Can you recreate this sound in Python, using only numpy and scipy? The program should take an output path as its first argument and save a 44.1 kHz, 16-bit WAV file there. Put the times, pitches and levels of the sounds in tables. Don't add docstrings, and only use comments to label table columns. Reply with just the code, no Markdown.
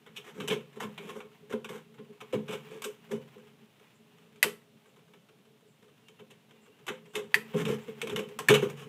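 import sys
import numpy as np
from scipy import signal
from scipy.fft import rfft, irfft
from scipy.io import wavfile
from scipy.ndimage import uniform_filter1d

SR = 44100
rng = np.random.default_rng(int(sys.argv[2]) if len(sys.argv) > 2 else 0)


def wav_record(signal):
    frames = np.transpose(np.atleast_2d(signal))
    bounded = np.clip(frames, -1, 1)
    quanta = np.round(bounded * 32767).astype(np.int16)
    wavfile.write(sys.argv[1], SR, quanta)


N = 391608
T = np.arange(SR // 2) / SR
ORDINARY_HARDNESS_DB = -11.5

# frequency_hz, gain_db
AIR_SPECTRUM = [(30, -35.5), (60, -35), (130, -3.5), (210, -7), (280, -12), (430, -18), (600, -16.5),
                (1000, -23), (2000, -26.5), (2850, -23), (3600, -24), (4600, -31.5), (15000, -37)]
# time_s, level_db
HANDLING_EFFORT = [(0.0, -63.5), (0.34, -59), (0.81, -63.5), (1.01, -54.5), (1.24, -63.5), (2.07, -67.5),
                   (2.62, -56.5), (3.31, -63), (5.71, -74.5), (7.2, -64), (7.54, -52), (8.41, -58),
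                   (8.56, -48), (8.88, -54.5)]
# frequency_hz, gain_db
CLOTH_SPECTRUM = [(400, -11), (900, 2), (1500, -3), (2800, 0.5), (3600, -7), (4400, -16), (7500, -17.5),
                  (10000, -22), (15000, -17.5)]
# pitch_hz, gain_db, t60_s
FLOOR_MODES = [(395.5, -3, 0.085), (400, -12, 0.1535), (413, 7.5, 0.2), (436.5, 6, 0.17),
               (481.5, -12.5, 0.207), (518, -8.5, 0.29)]
# pitch_hz, gain_db, t60_s
PLANK_MODES = [(100.3, -9.5, 0.41), (125, -3, 0.2), (140.1, -1, 0.88), (166.3, 2, 0.51), (210.1, 9, 0.22),
               (223.1, 5.5, 0.33), (273.4, -6, 0.22)]
# start_s, clack_db, hardness_db, centre_hz, chatter_s, thud_db
STRIKES = [ (0.062, -54, -14, 1790, .013, -53.5), (0.162, -40, -12, 3030, 0.018, -52.5),
           (0.402, -39.5, -14.5, 2170, .006, -47), (0.477, -33, -6.5, 2560, 0.0099, -36.5),
           (0.498, -31, -17.5, 2030, 0.031, -28.5), (0.515, -40, -9.5, 2100, 0.034, -28.5),
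           (0.757, -54, -13, 1720, 0.023, -42), (0.801, -35.5, -13.5, 1540, 0.014, -41),
           (0.824, -39.5, -13.5, 1400, 0.019, -44.5), (0.978, -41, -17, 2140, 0.0066, -45.5),
           (1.089, -43, -13.5, 1700, 0.018, -51), (1.15, -50.5, -10.5, 1470, 0.041, -39),
           (1.203, -44.5, -20, 1400, 0.0081, -57.5), (1.522, -39.5, -17, 1600, 0.017, -29.5),
           (1.645, -40.5, -12.5, 1990, .007, -47), (1.689, -43.5, -11, 1490, 0.013, -40.5),
           (1.978, -55.5, -24, 1630, 0.026, -46.5), (2.205, -43.5, -14, 1430, 0.013, -48.5),
           (2.326, -39, -16, 1800, 0.023, -27), (2.481, -43.5, -14.5, 2210, 0.01, -36),
           (2.523, -40, -12, 1550, 0.021, -38.5), (2.82, -41.5, -4, 2410, 0.0068, -60),
           (2.841, -36.5, -3, 2290, 0.0095, -36.5), (3.113, -43, -9, 1790, 0.0086, -32.5),
           (3.35, -76, -16, 1900, 0.0069, -49.5), (4.359, -60, -9, 2120, .003, -69),
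           (4.436, -30, -9.5, 1470, 0.0099, -33.5), (5.136, -56.5, -15, 1880, .008, -60),
           (6.084, -53.5, -9, 2490, 0.0041, -59.5), (6.191, -55, -15.5, 1860, 0.014, -50),
           (6.303, -55.5, -7, 2440, .015, -57), (6.509, -57.5, -13, 2100, 0.0036, -61.5),
           (6.867, -45, -6, 2040, .004, -47), (6.88, -33, -13, 2110, .013, -38),
           (7.153, -32, -10, 2590, 0.011, -37.5), (7.343, -35, -10, 2000, 0.009, -37.5),
           (7.535, -46, -24, 1770, 0.022, -26.5), (7.652, -35, -12.5, 2290, 0.0079, -32),
           (7.68, -40, -10.5, 1680, 0.019, -28), (7.872, -50.5, -14, 2300, 0.036, -37.5),
           (8.016, -32, -10, 2200, 0.0028, -34.5), (8.072, -38.5, -11.5, 2100, .003, -39.5),
           (8.096, -38.5, -12, 2100, 0.0065, -39.5), (8.161, -31, -10.5, 2260, 0.0044, -33.5),
           (8.19, -36.5, -12.5, 2010, 0.0092, -38), (8.288, -53.5, -7, 1940, 0.0046, -48),
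           (8.389, -33, -6.5, 1540, .007, -40), (8.485, -21.5, -12.5, 1920, 0.031, -15.5),
           (8.538, -22.5, -11.5, 2040, 0.019, -24), (8.618, -39.5, -12, 1590, 0.033, -23),
           (8.699, -45.5, -6.5, 1750, 0.0063, -58)]
# frequency_hz, gain_db
BOARD_SPECTRUM = [(300, -33), (600, 2.5), (1000, 2.5), (1400, -2.5), (2000, -7.5), (3000, -1), (3650, -3.5),
                  (4200, -13.5), (6000, -50)]
# pitch_hz, gain_db, t60_s
BOARD_WALL_MODES = [(1022, -12.5, 0.037), (1070.4, 2, 0.12), (1173, -5, 0.12), (1324, -8, 0.25),
                    (1639, 8, 0.024), (2213, 12, 0.04), (2364, 6, 0.026), (2620, -0.5, 0.092),
                    (3034, 0.5, 0.14), (3710, 4.5, 0.028)]
# frequency_hz, gain_db
TICK_SPECTRUM = [(2500, -35), (4300, -4.5), (6000, 3.5), (8000, 3), (9800, -3.5), (12000, -2),
                 (14000, -6.5), (15500, -15.5)]
# frequency_hz, gain_db
FLEX_SPECTRUM = [(250, -18.5), (370, -7), (430, -6), (510, -3.5), (600, -21), (1000, -7.5), (1800, -44)]
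PANEL_SPECTRUM = [(200, -9), (370, 5.5), (500, 6), (700, -4.5), (1500, -14.5)]
# frequency_hz, gain_db
SAG_SPECTRUM = [(60, -28.5), (120, 6.5), (290, -7.5), (500, -26.5)]
BENCH_SPECTRUM = [(50, -12.5), (110, 0), (280, 9.5), (600, -16)]
# start_s, length_s, scrape_db, panel_db, bench_db
DRAGS = [(0.24, 0.072, -50, -50.5, -61), (0.34, .13, -50, -39, -40.5), (0.81, .07, -66, -43, -40),
         (1.0, 0.15, -52, -43.5, -47.5), (1.495, 0.027, -48.5, -41.5, -51), (1.69, 0.099, -49, -42, -49.5),
         (2.49, 0.071, -42, -42.5, -45.5), (2.68, .11, -52.5, -43, -52), (3.09, 0.08, -50.5, -33, -36.5),
         (7.135, 0.064, -46, -32.5, -60), (7.56, 0.07, -38.5, -37, -34.5), (7.665, 0.088, -41, -31, -56),
         (8.11, 0.03, -47.5, -37, -36.5), (8.76, 0.087, -49, -51, -56)]
# time_s, level_db
BIRD_CALLS = [(3.97, -76), (4.9, -77), (5.71, -78), (6.65, -73), (7.12, -75), (7.84, -69)]
# start_s, pitch_hz, ring_db, decay_s, crack_db
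STEEL_SNAPS = [(4.4282, 1950, -13.5, 0.0015, -17.5), (7.3429, 1890, -11, 0.0012, -24.5),
               (8.4855, 1756, -14.5, 0.0034, -22.5)]
# pitch_ratio, gain_db
STEEL_MODES = [(1, 1), (1.3, -4.5), (2.45, -17.5)]
# frequency_hz, gain_db
CRACK_SPECTRUM = [(200, -36), (500, -4), (1200, -4), (1700, 2.5), (2700, 6), (4300, -0.5), (6500, -5),
                  (8400, 1.5), (9800, -5), (11500, 2.5), (15000, -10.5)]


def undb(db):
    return 10 ** (np.asarray(db) / 20)


def level(x, db):
    return x * undb(db) / np.sqrt(np.mean(x ** 2))


def loudest(x, db, size):
    return x * undb(db) / np.sqrt(uniform_filter1d(x ** 2, size, mode="constant").max())


def unit(x):
    return x / np.sqrt(np.sum(x ** 2))


def add(out, start_s, x):
    i = max(int(start_s * SR), 0)
    out[i:i + len(x)] += x[:max(N - i, 0)]


def through(x, response):
    return signal.fftconvolve(x, response)[:len(x)]


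def colour(x, spectrum, size=2048):
    hz, db = np.transpose(spectrum)
    bins_hz = np.maximum(np.arange(size // 2 + 1) * SR / size, 1)
    gain = undb(np.interp(np.log(bins_hz), np.log(hz), db))
    cepstrum = irfft(np.log(gain))
    cepstrum[1:size // 2] *= 2
    cepstrum[size // 2 + 1:] = 0
    return through(x, irfft(np.exp(rfft(cepstrum))))


def fade(t60_s):
    return np.exp(-np.log(1000) * T / t60_s)


def arch(length_s):
    return np.sin(np.pi * np.minimum(T / length_s, 1))


def drift(size):
    smoothed = uniform_filter1d(rng.standard_normal(N), size, mode="wrap")
    return level(uniform_filter1d(smoothed, size, mode="wrap"), 0)


def ring(modes, scatter_db, detune):
    hz, db, t60_s = np.transpose(modes)[:, :, None]
    strength, mistuning, side = rng.standard_normal((3, len(modes), 1))
    waves = np.sign(side) * np.sin(2 * np.pi * hz * (1 + detune * mistuning) * T)
    return np.sum(undb(db + scatter_db * strength) * fade(t60_s) * waves, axis=0)


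def shed(x, near_db, far_db):
    near = undb(near_db) * unit(fade(t60_s=.06) * (T > .002))
    far = undb(far_db) * unit(fade(t60_s=.25) * (T > .008))
    energy = through(x ** 2, near ** 2 + far ** 2)
    return x + np.sqrt(abs(energy)) * rng.standard_normal(len(x))


def reverberate(x, near_db, far_db):
    return through(x, shed(1. * (T == 0), near_db, far_db))


def slips(per_s, spread_db, size):
    slipping = rng.random(size) < per_s / SR
    strength = undb(spread_db * np.clip(rng.standard_normal(size), -2, 2))
    return slipping * strength * rng.choice([-1, 1], size)


def still_air():
    return level(colour(rng.standard_normal(N), AIR_SPECTRUM, size=8192), db=-65)


def handling():
    effort_db = np.interp(np.arange(N) / SR, *np.transpose(HANDLING_EFFORT))
    rustle = colour(slips(per_s=3300, spread_db=3.7, size=N), CLOTH_SPECTRUM)
    rustle = level(rustle, -4.4) * undb(2 * drift(size=2000))
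    ticks = shed(slips(per_s=8.5, spread_db=2.7, size=N), near_db=5, far_db=3.5)
    ticks = level(colour(ticks, CLOTH_SPECTRUM), -10)
    panel = unit(ring(FLOOR_MODES, scatter_db=4.5, detune=.00495))
    bench = unit(ring(PLANK_MODES, scatter_db=4.5, detune=.00495))
    murmur = through(rng.standard_normal(N), panel + bench)
    murmur = level(murmur, 2) * undb(5 * drift(size=2000))
    return (rustle + ticks + murmur) * undb(effort_db)


def small_parts(count=24, t60_s=.07):
    return ring([(hz, 0, t60_s) for hz in rng.uniform(3000, 14000, count)], scatter_db=6.5, detune=0)


def board(force, body_db, tick_db, centre_hz):
    spectrum = [(hz, db - 8 * abs(np.log2(hz / centre_hz))) for hz, db in BOARD_SPECTRUM]
    body = colour(shed(force, near_db=-2.5, far_db=-6), spectrum)
    walls = through(body, ring(BOARD_WALL_MODES, scatter_db=3.5, detune=.0055))
    body = unit(body) + undb(-6) * unit(walls)
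    tick = colour(shed(force, near_db=-2.5, far_db=-7.5), TICK_SPECTRUM)
    tick = unit(tick) + undb(-8) * unit(through(tick, small_parts()))
    return loudest(body, body_db, size=265) + loudest(tick, tick_db, size=265)


def knock(body_db, tick_db, centre_hz, chatter_s, sharp_s=.0105):
    chatter = np.exp(-(T / chatter_s) ** 2) * (1 - np.exp(-T / (.11 * chatter_s)))
    force = unit(slips(per_s=4000, spread_db=5.4, size=len(T)) * chatter + 1e-9)
    force[0] += undb(-5) / (1 + (chatter_s / sharp_s) ** 2)
    return board(force, body_db, tick_db, centre_hz)


def thud(push_s, panel_db, bench_db):
    force = rng.standard_normal(len(T)) * arch(push_s)
    panel = through(force, ring(FLOOR_MODES, scatter_db=3.5, detune=.0094))
    flex = colour(shed(force, near_db=-17.5, far_db=-1), FLEX_SPECTRUM)
    panel = colour(unit(panel) + undb(-1.5) * unit(flex), PANEL_SPECTRUM)
    bench = through(force, ring(PLANK_MODES, scatter_db=-.5, detune=.014))
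    sag = colour(force, SAG_SPECTRUM)
    bench = colour(unit(bench) + undb(-5.5) * unit(sag), BENCH_SPECTRUM)
    return loudest(panel, panel_db, size=530) + loudest(bench, bench_db, size=530)


def strike(clack_db, hardness_db, centre_hz, chatter_s, thud_db, lag_s=.002):
    clack = knock(clack_db, clack_db + hardness_db, centre_hz, chatter_s)
    bench_db = thud_db - 7.5 - .5 * (hardness_db - ORDINARY_HARDNESS_DB)
    shove = thud(push_s=.024, panel_db=thud_db, bench_db=bench_db)
    return clack + np.pad(shove, (int(lag_s * SR), 0))[:len(T)]


def nudges(per_s=5.4, mean_db=-65, spread_db=4.5):
    out = np.zeros(N)
    for when, strength in rng.random((int(per_s * N / SR), 2)):
        db = mean_db + spread_db * (2 * strength - 1)
        touch = strike(db, ORDINARY_HARDNESS_DB, centre_hz=1800, chatter_s=.0067, thud_db=db + .5)
        add(out, when * N / SR, touch)
    return out


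def drag(length_s, scrape_db, panel_db, bench_db):
    pressure = arch(length_s).clip(0) ** .33
    force = pressure * slips(per_s=1200, spread_db=3.8, size=len(T))
    scrape = board(force, body_db=scrape_db, tick_db=scrape_db - 11, centre_hz=1750)
    return scrape + thud(length_s, panel_db, bench_db)


def bird_chip(level_db, pitch_hz=7500, waver_hz=500):
    waver = level(uniform_filter1d(rng.standard_normal(len(T)), 40), 0)
    phase = 2 * np.pi * np.cumsum(pitch_hz + waver_hz * waver) / SR
    call = np.sin(phase) * arch(length_s=.058)
    return loudest(reverberate(call, near_db=6, far_db=6), level_db, size=900)


def steel_snap(pitch_hz, ring_db, decay_s, crack_db):
    steel = sum(undb(db) * np.sin(2 * np.pi * pitch_hz * ratio * T) for ratio, db in STEEL_MODES)
    envelope = np.exp(-T / decay_s) * (1 - np.exp(-T / .0017))
    steel = loudest(steel * envelope, ring_db, size=100)
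    burst = rng.standard_normal(len(T)) * np.exp(-T / .0011) * (1 - np.exp(-T / .0005))
    crack = colour(shed(burst, near_db=-1.5, far_db=-9), CRACK_SPECTRUM)
    return reverberate(steel, near_db=-7.5, far_db=-17) + loudest(crack, crack_db, size=100)


def whine(start_s=5.85, end_s=7.6, pitch_hz=2785, waver_hz=42):
    phase = 2 * np.pi * np.cumsum(pitch_hz + waver_hz * drift(size=200)) / SR
    tone = np.sin(phase) * undb(7.1 * drift(size=1200))
    swell = np.interp(np.arange(N) / SR, [start_s, start_s + .1, end_s - .1, end_s], [0, 1, 1, 0])
    return level(tone, db=-75) * swell


def scene():
    out = handling() + whine() + still_air()
    for events, source in ((STEEL_SNAPS, steel_snap), (STRIKES, strike), (DRAGS, drag)):
        for start_s, *settings in events:
            add(out, start_s, source(*settings))
    for time_s, level_db in BIRD_CALLS:
        add(out, time_s - .05, bird_chip(level_db))
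    return (out + nudges())[None]


def record(dry, bass_hz=80, top_hz=15500):
    thinned = signal.sosfilt(signal.butter(2, bass_hz, "high", fs=SR, output="sos"), dry)
    return signal.sosfilt(signal.ellip(10, .2, 80, top_hz, fs=SR, output="sos"), thinned)


dry = scene()
out = record(dry)
wav_record(out)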